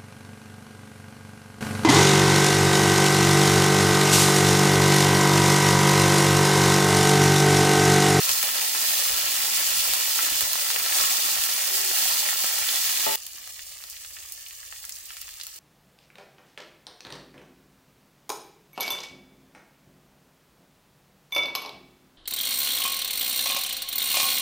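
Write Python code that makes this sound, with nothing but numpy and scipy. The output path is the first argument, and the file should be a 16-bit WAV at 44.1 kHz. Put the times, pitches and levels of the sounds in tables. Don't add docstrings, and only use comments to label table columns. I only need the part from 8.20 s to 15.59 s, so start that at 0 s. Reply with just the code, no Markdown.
import sys
import numpy as np
from scipy import signal
from scipy.fft import rfft, irfft, next_fast_len
from scipy.io import wavfile
from scipy.ndimage import map_coordinates

SR = 44100
rng = np.random.default_rng(int(sys.argv[2]) if len(sys.argv) > 2 else 0)


def bounce(signal):
    frames = np.transpose(np.atleast_2d(signal))
    limited = np.clip(frames, -1, 1)
    pcm = np.round(limited * 32767).astype(np.int16)
    wavfile.write(sys.argv[1], SR, pcm)


N = 325899
JUMP_S = 4.958

# frequency in Hz, gain in dB.
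FRESH_SPECTRUM = [(40, -26), (150, -19.5), (280, -21.5), (450, -28), (600, -22.5), (1000, -15.5),
                  (1600, -14.5), (2500, -3), (4500, -3), (7500, 0), (11500, -6), (15000, -1.5)]
# peak of the flare in seconds,
# hiss swell in dB, sputter swell in dB, settling time in seconds.
LEAF_TURNS = [(0.08, 2, 1.5, 0.39), (0.7, 4, 2, 0.41), (1.38, 2, 2, 0.27), (1.66, 2, -1, 0.53),
              (2.04, 2, 3, 0.089), (2.8, 4.5, 5, 0.18), (3.09, 1.5, -1.5, 0.31), (3.56, 1.8, 0.5, 0.43),
              (3.82, 2.5, 1.5, 0.5), (4.6, 1.5, -0.5, 0.4)]
# frequency in Hz, width in Hz,
# mid gain (alike at both ears) in dB, side gain (opposed at the ears) in dB.
PAN_RESONANCES = [(345, 88, 11, 5.5), (487, 39, 13.5, 10), (576, 92, 12.5, 13.5), (667, 80, 0.5, 11),
                  (746, 128, 6.5, 11), (892, 300, 8.5, -1.5), (990, 39, -4, 5), (1073, 110, 2, 15),
                  (1275, 100, 5, 9.5), (1352, 60, 9, 8.5), (1714, 470, 9.5, 8.5), (1935, 160, 3.5, 3.5),
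                  (2470, 320, 0.5, 2), (2900, 130, 3.5, 6.5), (3490, 85, 5, 6), (4250, 116, 5, 2.5),
                  (4770, 500, 2, 5.5), (7730, 2450, -2, 0.5)]
# frequency in Hz, side minus mid in dB.
PAN_SPREAD = [(150, -6), (500, 0), (1500, -1), (2200, -7), (4500, -2), (15000, -0.5)]
# frequency in Hz, relative level in dB.
RUMBLE_SPECTRUM = [(12, -17), (20, -4.5), (64, -7), (74, -2), (86, -4), (157, -21.5), (200, -27),
                   (260, -54), (440, -120)]
# start in seconds, relative level in dB,
# pitch in Hz, spread of pitch in octaves.
LOUD_DROPS = [(0.0928, -9, 2720, 0.88), (0.1147, -12, 5800, 0.65), (0.229, -11, 4600, 1.2),
              (1.7362, -11, 4100, 0.9), (1.9898, -14.5, 1490, 0.46), (2.208, -11, 3800, 1.1),
              (2.3322, -11, 6200, 0.88), (2.4161, -24, 2700, 0.66), (2.503, -15, 2400, 0.77),
              (2.5613, -13, 2700, 0.38), (2.6616, -15, 2470, 0.86), (2.7244, -15, 2390, 0.5),
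              (2.8116, -10, 5500, 0.39), (3.2378, -12, 3380, 0.88), (4.129, -22, 1700, 0.6),
              (4.4896, -11.5, 3020, 0.39), (5.0664, -23, 6160, 0.98), (5.275, -28, 3400, 1.0),
              (5.3928, -27, 2500, 0.5), (5.639, -27, 3160, 0.84), (5.6997, -28, 7900, 0.68),
              (5.848, -29.5, 2400, 0.64), (5.9676, -28, 2200, 0.44), (6.1222, -23.5, 9350, 0.82),
              (6.2633, -27.5, 2980, 0.29), (6.5249, -26, 1710, 0.65), (6.6516, -24, 7460, 0.42),
              (6.6936, -24, 8900, 0.97), (6.7228, -23, 6200, 0.24), (6.761, -30, 8300, 0.45),
              (6.9054, -29, 2100, 0.58), (6.9686, -27, 2780, 0.96), (7.0162, -24.5, 6400, 1.34),
              (7.08, -31, 2000, 0.53), (7.1998, -26.5, 2900, 0.72), (7.2123, -22.5, 3970, 0.41),
              (7.2349, -26.5, 8100, 0.61), (7.2678, -23.5, 5400, 1.1)]
# start in seconds, relative level in dB.
LADLE_TAPS = [(0.0957, -31), (0.2372, -27), (1.6907, -30), (1.9903, -30), (2.0683, -26.5), (2.2172, -25.5),
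              (2.3556, -27), (2.5628, -25.5), (2.6211, -29), (3.5223, -35), (3.713, -24), (3.9136, -28),
              (4.1583, -31), (4.2438, -23)]
# start in seconds,
# level of the thud's excitation in dB, the knock's excitation relative to it in dB.
LADLE_BUMPS = [(0.099, -41, -8), (0.167, -45, -16), (0.9, -36.5, 4), (1.029, -42.5, 5), (1.569, -36, -13),
               (1.675, -37, -1), (2.119, -37.5, -11), (2.223, -40.5, -1), (2.799, -36, 0), (3.189, -44, -6),
               (4.239, -44, -11), (4.41, -48, 7)]
# frequency in Hz, mid gain in dB,
# side gain in dB, time to decay by 60 dB in seconds.
STRUCK_MODES = [(177, -23.5, -31, 0.5), (280, -19.5, -18, 0.45), (407, -15, -11, 0.92), (576, -20, 1, 0.5),
                (665, -14, -3, 0.36), (880, -4.5, 1, 0.6), (1000, -9, -6, 0.042), (1217, -14, -5, 0.28),
                (1280, -9, -7, .1), (1920, -8, -5, 0.28), (2440, -23, -21, 0.27), (3430, -8, -5, 0.15)]
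# frequency in Hz, gain in dB.
WILTED_SPECTRUM = [(40, -47), (150, -22), (280, -20.5), (450, -28.5), (600, -23), (1000, -20.5),
                   (1210, -11.5), (1350, -22.5), (1650, -15), (2500, -2.5), (2880, -1), (3400, -3),
                   (4500, -1), (7500, 4), (11500, -4.5), (15000, 0)]
# frequency in Hz, time to decay by 60 dB in seconds.
KITCHEN_T60 = [(200, 0.071), (2000, 0.11), (14000, 0.1)]
# frequency in Hz, left minus right in dB.
EAR_BALANCE = [(60, 5), (250, 3), (850, 2.5), (1300, -.5), (3500, -.5), (4400, -3.5), (6000, 0),
               (10000, -2.5), (12000, 0), (15000, -2)]


def amp(db):
    return 10 ** (np.asarray(db) / 20)


def unit(x):
    return x / np.sqrt(np.mean(x ** 2) + 1e-20)


def along(points, hz):
    knots_hz, values = np.transpose(points)
    return np.interp(np.log(hz + 1), np.log(knots_hz + 1), values)


def wobble(rate):
    knots = rng.standard_normal(int(N * rate / SR) + 4)
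    return map_coordinates(knots, [np.arange(N) * rate / SR], order=2)


def add(track, start_s, sound):
    part = track[..., round(start_s * SR):][..., :sound.shape[-1]]
    part += sound[..., :part.shape[-1]]


def hz_grid(size):
    return np.fft.rfftfreq(size, 1 / SR)


def impulse(gain_db, size=8192):
    cepstrum = irfft(np.log(amp(gain_db(hz_grid(size))) + 1e-6))
    cepstrum[..., 1:size // 2] *= 2
    cepstrum[..., size // 2 + 1:] = 0
    return irfft(np.exp(rfft(cepstrum)))


def coloured(x, gain_db):
    return signal.fftconvolve(np.atleast_2d(x), np.atleast_2d(impulse(gain_db)), axes=1)[:, :N]


def burst(pitch_hz, octaves, size=512):
    distance = np.log2((hz_grid(size) + 1) / pitch_hz) / octaves
    bell_db = -np.minimum(10 * np.log10(np.e) / 2 * distance ** 2, 60)
    click = impulse(lambda hz: bell_db, size)
    return click / np.linalg.norm(click)


def pan_gain(hz):
    centre, width, *gains = np.transpose(PAN_RESONANCES)
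    bells = 1 / (1 + (2 * (hz - centre[:, None]) / width[:, None]) ** 2)
    return np.array(gains) @ bells + [0 * hz, along(PAN_SPREAD, hz)]


def bubbles(lo_hz, hi_hz, rate, scatter_db, clump_db, bed_db, count=4):
    crackle, clumping = 0, amp(clump_db * wobble(70))
    for pitch in np.geomspace(lo_hz, hi_hz, count):
        n = int(rate * np.sqrt(pitch / 1000) * N / SR)
        onsets = rng.integers(0, N, n)
        strength = amp(scatter_db * np.minimum(rng.standard_normal(n), 2.3)) * rng.choice([-1, 1], n)
        mid = np.bincount(onsets, strength, N)
        lag = rng.integers(0, SR // 2000, n)
        side = np.bincount((onsets + lag) % N, strength * rng.choice([-1, 1], n), N)
        bed = amp(bed_db) * rng.standard_normal((2, N))
        train = unit(clumping * (unit(np.array([mid, side])) + bed))
        click = burst(pitch, octaves=0.36)
        crackle += np.sqrt(pitch) * signal.oaconvolve(train, click[None], axes=1)[:, :N]
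    return crackle


def frying(spectrum, big, small, sputter_db, hiss_db):
    sputter, hiss = (unit(coloured(x, lambda hz: along(spectrum, hz) + pan_gain(hz)))
                     for x in (big, small))
    flutter_db = 0.5 * wobble(25)
    return amp(sputter_db) * sputter + amp(hiss_db + flutter_db) * hiss


def fresh_leaves(sputter_db, hiss_db, rise_s):
    for peak_s, hiss_swell_db, sputter_swell_db, settle_s in LEAF_TURNS:
        t = np.arange(N) / SR - peak_s
        flare = np.exp(-np.where(t < 0, (t / rise_s) ** 2, t / settle_s))
        sputter_db += sputter_swell_db * flare
        hiss_db += hiss_swell_db * flare
    big = bubbles(230, 2200, rate=1100, scatter_db=6.8, clump_db=1.2, bed_db=-6, count=5)
    small = bubbles(3560, 15800, rate=1600, scatter_db=6.5, clump_db=0.65, bed_db=-2)
    return frying(FRESH_SPECTRUM, big, small, sputter_db, hiss_db)


def kitchen_hum(rumble_db, hum_db, mains_hz):
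    rumble = unit(coloured(rng.standard_normal((2, N)), lambda hz: along(RUMBLE_SPECTRUM, hz)))
    hum = amp(hum_db + 2.8 * wobble(3.8)) * np.sin(2 * np.pi * mains_hz * np.arange(N) / SR)
    return amp(rumble_db) * rumble * amp([[0], [-9]]) + hum * [[1], [0]]


def lesser_drops(start_s, end_s, db, scatter_db, count, centre_hz=3900, octaves=0.51):
    jitter, sizes, pitches = rng.uniform(-1, 1, (count, 3)).T
    times = start_s + (end_s - start_s) * (np.arange(count) + (1 + jitter) / 2) / count
    return [(time, db + scatter_db * size, centre_hz * 2 ** pitch, octaves)
            for time, size, pitch in zip(times, sizes, pitches)]


def crack(glance_t60, spray_db, spray_t60):
    t = np.arange(SR // 20) / SR
    glance, spray = (rng.standard_normal((2, len(t))) * amp(-60 * t / t60)
                     for t60 in (glance_t60, spray_t60))
    snap = irfft(np.exp(1j * np.angle(rfft(glance))), len(t))
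    return snap * amp(-30 * t / spray_t60) + amp(spray_db) * spray / np.linalg.norm(spray[0])


def spits(gain_db):
    snaps = np.zeros((2, N))
    early = lesser_drops(0, JUMP_S, db=-20.5, scatter_db=5, count=18)
    late = lesser_drops(JUMP_S, N / SR, db=-33, scatter_db=3, count=28)
    for start_s, db, pitch, octaves in LOUD_DROPS + early + late:
        push = crack(glance_t60=0.004, spray_db=-5, spray_t60=0.035)
        snap = signal.fftconvolve(push, burst(pitch, octaves)[None], axes=1)
        add(snaps, start_s, amp(db + gain_db) * snap)
    radiated = [(150, -10), (600, -12), (1700, -10), (2600, -5), (4500, -4), (7500, -1),
                (11500, 0), (15000, 4)]
    return coloured(snaps, lambda hz: pan_gain(hz) + along(radiated, hz))


def ladle_taps(gain_db):
    taps = np.zeros((2, N))
    for start_s, db in LADLE_TAPS:
        add(taps, start_s, amp(db + gain_db) * crack(glance_t60=0.0044, spray_db=-14.5, spray_t60=0.016))
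    body = [(60, -14), (250, -7), (550, -4), (1000, 0), (1500, -4), (3000, -8), (8000, -28)]
    return coloured(taps, lambda hz: pan_gain(hz) / 2 + along(body, hz))


def ladle_bumps(thud_t60, knock_t60):
    thuds, knocks = np.zeros((2, 2, N))
    t = np.arange(SR // 3) / SR
    for start_s, db, knock_db in LADLE_BUMPS:
        add(thuds, start_s, amp(db - 60 * t / thud_t60) * rng.standard_normal((2, len(t))))
        add(knocks, start_s, amp(db + knock_db - 60 * t / knock_t60) * rng.standard_normal((2, len(t))))
    thud_spectrum = [(20, 12), (70, 15), (130, 7), (350, -2), (900, -36)]
    knock_spectrum = [(80, -8), (250, -4.5), (900, -2.5), (1500, 2), (5000, -38)]
    thuds = coloured(thuds, lambda hz: along(thud_spectrum, hz))
    knocks = coloured(knocks, lambda hz: pan_gain(hz) + along(knock_spectrum, hz))
    return thuds * amp([[0], [-3]]) + knocks


def ladle_ring(start_s, hz, db, t60):
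    ring, t = np.zeros((2, N)), np.arange(SR) / SR
    envelope = amp(db - 60 * t / t60) * (1 - np.exp(-t / 0.006))
    add(ring[1], start_s, envelope * np.sin(2 * np.pi * hz * t))
    return ring


def ladle_scrape(start_s, end_s, db):
    t = np.arange(N) / SR
    stroke = np.interp(t, [start_s, start_s + 0.026, end_s - 0.04, end_s], [0.1, 0.86, 1.0, 0.03])
    modes = [(381, 22, 0), (874, 45, -2)]

    def resonance_db(hz):
        peaks = [amp(gain) / (1 + (2 * (hz - centre) / width) ** 2) for centre, width, gain in modes]
        return 20 * np.log10(sum(peaks))
    return amp(db) * stroke * unit(coloured(rng.standard_normal((2, N)), resonance_db))


def ladle_knock(start_s, db, clack_db):
    ring, clack = np.zeros((2, 2, N))
    t = np.arange(SR // 2) / SR
    attack = 1 - np.exp(-t / 0.00079)
    quadrature = np.array([[0], [np.pi / 2]])
    for hz, mid_db, side_db, t60 in STRUCK_MODES:
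        envelope = attack * amp(db - 60 * t / t60) * amp([[mid_db], [side_db]])
        phase = rng.uniform(0, 2 * np.pi) + quadrature + 0.44 * wobble(98)[:len(t)]
        add(ring, start_s, envelope * np.sin(2 * np.pi * hz * t + phase))
    add(clack, start_s, amp(clack_db - 60 * t / 0.2) * rng.standard_normal((2, len(t))))
    clack_spectrum = [(150, -9), (550, 3), (1250, 4.5), (1600, -12), (5000, -22)]
    return ring + coloured(clack, lambda hz: along(clack_spectrum, hz))


def wilted_leaves(sputter_db, hiss_db, sputter_db_per_s, hiss_db_per_s):
    drying_s = np.maximum(np.arange(N) / SR - JUMP_S, 0)
    sputter_db += sputter_db_per_s * drying_s
    hiss_db += hiss_db_per_s * drying_s
    big = bubbles(230, 2200, rate=280, scatter_db=6.8, clump_db=1.2, bed_db=-2, count=5)
    small = bubbles(3700, 16000, rate=400, scatter_db=6.8, clump_db=1, bed_db=-3)
    return frying(WILTED_SPECTRUM, big, small, sputter_db, hiss_db)


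def room(direct, wet_db, block=8192):
    reflected = np.zeros((2, N))
    for start in range(0, N, block):
        hz, t, noise = signal.stft(rng.standard_normal((2, SR // 4)), SR, nperseg=256)
        decay = amp(-60 * t / along(KITCHEN_T60, hz)[:, None])
        _, tail = signal.istft(noise * decay, SR, nperseg=256)
        tail /= np.linalg.norm(tail[0])
        add(reflected, start / SR, signal.fftconvolve(direct[:, start:start + block], tail, axes=1))
    return direct + amp(wet_db) * reflected


def scene():
    ladle = ladle_bumps(thud_t60=0.2, knock_t60=0.06) + ladle_taps(gain_db=23)
    ladle += ladle_ring(start_s=2.803, hz=1096, db=-27, t60=0.9)
    ladle += ladle_scrape(start_s=3.49, end_s=3.74, db=-51)
    fresh = fresh_leaves(sputter_db=-38.79, hiss_db=-27.5, rise_s=0.1)
    stirring = room(fresh + ladle, wet_db=-11) + ladle_knock(start_s=4.864, db=-28, clack_db=-25.5)
    wilted = wilted_leaves(sputter_db=-56.5, hiss_db=-43.5, sputter_db_per_s=-1, hiss_db_per_s=-1.13)
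    resting = room(wilted, wet_db=-5)
    drops = room(spits(gain_db=12), wet_db=-6)
    hum = kitchen_hum(rumble_db=-68, hum_db=-67.5, mains_hz=60)
    mid, side = np.where(np.arange(N) < JUMP_S * SR, stirring, resting) + drops + hum
    return np.array([mid + side, mid - side])


def record(dry):
    heard = coloured(dry, lambda hz: along(EAR_BALANCE, hz) * np.array([[0.5], [-0.5]]))
    size, top_hz = next_fast_len(N + SR // 2), 15850
    return irfft(rfft(heard, size) * (hz_grid(size) < top_hz), size)[:, :N]


dry = scene()
out = record(dry)
bounce(out)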